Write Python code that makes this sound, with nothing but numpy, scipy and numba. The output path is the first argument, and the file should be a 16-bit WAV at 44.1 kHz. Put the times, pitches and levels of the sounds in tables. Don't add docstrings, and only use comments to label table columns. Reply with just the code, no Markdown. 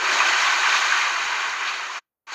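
import sys
import numpy as np
from scipy import signal
from scipy.fft import rfft, irfft
from scipy.io import wavfile
from scipy.ndimage import uniform_filter1d
from numba import njit

SR = 44100
rng = np.random.default_rng(int(sys.argv[2]) if len(sys.argv) > 2 else 0)


def dump_mix(stems):
    frames = np.atleast_2d(stems).T
    limited = np.clip(frames, -1, 1)
    pcm = np.round(limited * 32767).astype(np.int16)
    wavfile.write(sys.argv[1], SR, pcm)


N = 103414
TIME = np.arange(N) / SR


def undb(db):
    return 10 ** (np.asarray(db) / 20)


def unit(x):
    return x / np.sqrt(np.mean(x ** 2))


def band(x, low_hz, top_hz):
    return signal.sosfilt(signal.butter(2, [low_hz, top_hz], "band", fs=SR, output="sos"), x)


def band_noise(low_hz, top_hz):
    return unit(band(rng.standard_normal(N), low_hz, top_hz))


def flicker(rate_hz):
    hold = int(SR / rate_hz)
    steps = np.repeat(rng.standard_normal(N // hold + 1), hold)
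    return unit(uniform_filter1d(uniform_filter1d(steps, hold), hold)[:N])


def bursts(table, rise_s):
    envelope = 0
    for start, db, decay_s in table:
        age = np.maximum(TIME - start, 0)
        envelope += undb(db) * (1 - np.exp(-age / rise_s)) * np.exp(-age / decay_s)
    return envelope


def rumble():
    start_db, fade_db_per_s = -77, 1
    return band_noise(45, 200) * undb(start_db - fade_db_per_s * TIME + 0.5 * flicker(rate_hz=9.3))


# (time [s], level [dB], decay [s])
MIC_BUMPS = [(.2, -63, 0.034), (.64, -63, .02), (.83, -66, 0.033), (1.245, -50.5, .03), (1.33, -68, 0.066)]

def mic_bumps():
    return band_noise(30, 120) * bursts(MIC_BUMPS, rise_s=0.0064)


# (frequency [Hz], gain [dB])
SPEAKER_RESPONSE = [(30, -55.5), (140, -47), (185, -34), (240, -28), (500, -22), (1000, -2.5), (2500, -5.5),
                    (4500, -14), (5000, -17.5), (6900, -15), (7400, -25), (8500, -36.5), (10000, -46),
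                    (12300, -47.5), (13000, -56), (15100, -59)]
# (frequency [Hz], width [Hz], gain [dB])
SPEAKER_RESONANCES = [(368.2, 93, 7), (988, 13, 0.5), (1151, 150, 3), (1538, 99, 6.5), (1860, 29, 2.5),
                      (1990, 110, 3), (2150, 60, -1), (2413, 110, 5.5), (3023, 67, 2), (3436, 52, -18.5),
                      (3933, 120, 4.5), (4455, 80, 8.5), (5330, 31, 6), (5940, 80, 3.5), (6480, 89, 5),
                      (11750, 1800, 9)]

def speaker_colour(x):
    freq = np.maximum(np.fft.rfftfreq(8192, 1 / SR), 1)
    knot_hz, knot_db = np.array(SPEAKER_RESPONSE, float).T
    db = np.interp(np.log(freq), np.log(knot_hz), knot_db)
    db += sum(gain / (1 + (2 * (freq - hz) / width) ** 2) for hz, width, gain in SPEAKER_RESONANCES)
    cepstrum = irfft(db * np.log(10) / 20)
    cepstrum[1:4096] *= 2
    cepstrum[4097:] = 0
    impulse = irfft(np.exp(rfft(cepstrum)))[:4096]
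    return signal.fftconvolve(x, impulse)[:N]


# (time [s], level [dB], decay [s])
POOL_SPATTERS = [(.128, -22, 0.018), (.47, -20, .015), (.69, -24, .02), (.745, -24, .02),
                 (1.657, -27.5, 0.017), (1.674, -21, 0.0084), (1.685, -29, .02), (1.735, -31, 0.034)]

def spatters():
    shower = band(speaker_colour(rng.standard_normal(N)), 2300, 4800)
    return unit(shower) * bursts(POOL_SPATTERS, rise_s=0.0023)


@njit
def bubbles(start_s, hz, gain, cycles, glide):
    out = np.zeros(N)
    for k in range(len(start_s)):
        first = int(start_s[k] * SR)
        life = cycles * SR / hz[k]
        phase = 0.
        for age in range(min(int(3 * life), N - first)):
            phase += 2 * np.pi * hz[k] * (1 + glide * age / life) / SR
            swell = 1 - np.exp(-age * hz[k] / SR)
            out[first + age] += gain[k] * swell * np.exp(-2 * age / life) * np.sin(phase)
    return out


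# (time [s], level [dB], bubble pitch [Hz])
LOUD_DROPS = [(0.044, -16, 1224), (0.067, -27, 1520), (0.12, -12, 1680), (0.138, -34, 1150),
              (0.204, -5.5, 2450), (0.237, -33, 1433), (0.296, -15, 1590), (0.634, -10, 1780),
              (0.729, -8, 2370), (0.924, -7, 1560), (0.942, -8.5, 1460), (1.059, -38, 1850),
              (1.187, -19, 1720), (1.326, -14.5, 1480), (1.504, -23, 1190), (1.578, -32, 1510),
              (1.61, -15, 1030), (1.675, -34, 2700), (1.688, -25, 1080), (1.918, -23, 1040),
              (1.939, -34.5, 2020), (2.321, -31, 1860)]

def loud_drops():
    start_s, db, hz = np.array(LOUD_DROPS, float).T
    gain, bubble_lead_s = undb(db), 0.002005
    tones = bubbles(start_s - bubble_lead_s, hz, gain, cycles=11., glide=0.034)
    ticks = speaker_colour(np.bincount((start_s * SR).astype(int), gain, N))
    ticks *= undb(-3) * gain.max() / np.abs(ticks).max()
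    return band(tones + ticks, 1000, 5000)


def droplet_rain(per_s=5000):
    count = int(per_s * N / SR)
    bubble_at, pitch, tick_at = rng.random((count, 3)).T
    bubble_size, tick_size = np.minimum(rng.exponential(size=(count, 2)), 4).T
    lowest_hz, octaves = 299.9, 5.3
    hz = np.minimum(lowest_hz * 2 ** (octaves * pitch), SR / 4)
    bubble_gain = undb(2.2 * bubble_size) * (hz / lowest_hz) ** 0.81
    tones = bubbles(bubble_at * N / SR, hz, bubble_gain, cycles=14.7, glide=0.064)
    tick_gain = undb(2.5 * tick_size) * np.sign(pitch - .5)
    ticks = np.bincount((tick_at * N).astype(int), tick_gain, N)
    return speaker_colour(rng.standard_normal(N) + undb(-5) * unit(tones) + undb(-7.5) * unit(ticks))


# (time [s], level [dB])
SPRAY_BASS = [(0, -36.5), (.05, -37.5), (.1, -38.5), (.15, -35.5), (.22, -39), (.35, -40), (.52, -44.5),
              (.78, -41.5), (.9, -45.5), (1.4, -47), (1.82, -49), (1.98, -53.5)]
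# (time [s], level [dB])
SPRAY_MIDDLE = [(0, -25), (.05, -22.5), (.1, -22.5), (.19, -18), (.24, -20.5), (.3, -19), (.54, -20.5),
                (.74, -19), (.87, -24), (.94, -20.5), (1.05, -22), (1.3, -25), (1.6, -27), (1.68, -27),
                (1.89, -31), (1.97, -29.5), (1.985, -33)]
# (time [s], level [dB])
SPRAY_TREBLE = [(0, -33.5), (.1, -30.5), (.148, -28.5), (.568, -28), (.666, -29), (.72, -26.5), (.8, -28),
                (.93, -30), (1.184, -34), (1.432, -34), (1.65, -38.5), (1.7, -37), (1.85, -39.5),
                (1.98, -40.5)]
# (time [s], middle [dB], treble [dB], bass [dB])
LATE_SLOSH = [(2.269, -46, -54, -67), (2.29, -37.5, -46, -57), (2.318, -36.5, -44, -63),
              (2.324, -31.5, -38, -44), (2.34, -32.5, -36, -51)]

def spray():
    spectrum = rfft(droplet_rain())
    freq = np.fft.rfftfreq(N, 1 / SR)
    bass_edge_hz, treble_edge_hz = 700, 3300
    bass = 1 / (1 + (freq / bass_edge_hz) ** 12)
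    treble = 1 - 1 / (1 + (freq / treble_edge_hz) ** 24)
    bands = (1 - bass - treble, SPRAY_MIDDLE), (treble, SPRAY_TREBLE), (bass, SPRAY_BASS)
    slosh_s, *slosh_levels = np.array(LATE_SLOSH, float).T
    out = 0
    for (share, curve), slosh_db in zip(bands, slosh_levels):
        spray_s, spray_db = np.array(curve, float).T
        level_db = np.interp(TIME, np.append(spray_s, slosh_s), np.append(spray_db, slosh_db))
        level_db += 0.76 * flicker(rate_hz=29.87)
        out += unit(irfft(spectrum * share, N)) * undb(level_db)
    return out


def scene():
    mono = spray() + loud_drops() + spatters() + rumble() + mic_bumps()
    return np.tile(mono, (2, 1))


def record(dry):
    mute_s, return_s, rise_s, top_hz = 1.988, 2.2675, .003, 15480
    since_mute = np.maximum(TIME - mute_s, 0)
    fade_db = np.maximum(-2300 * since_mute, -40 - 200 * since_mute)
    comeback = np.clip((TIME - return_s) / rise_s, 0, 1)
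    wet = dry * np.maximum(undb(fade_db), comeback)
    wet += undb(-103.5) * rng.standard_normal(N)
    wet += undb(-94.5) * band_noise(11000, top_hz)
    wet += undb(-93.5) * band_noise(45, 1000)
    return signal.sosfilt(signal.ellip(14, .2, 70, top_hz, fs=SR, output="sos"), wet)


dry = scene()
out = record(dry)
dump_mix(out)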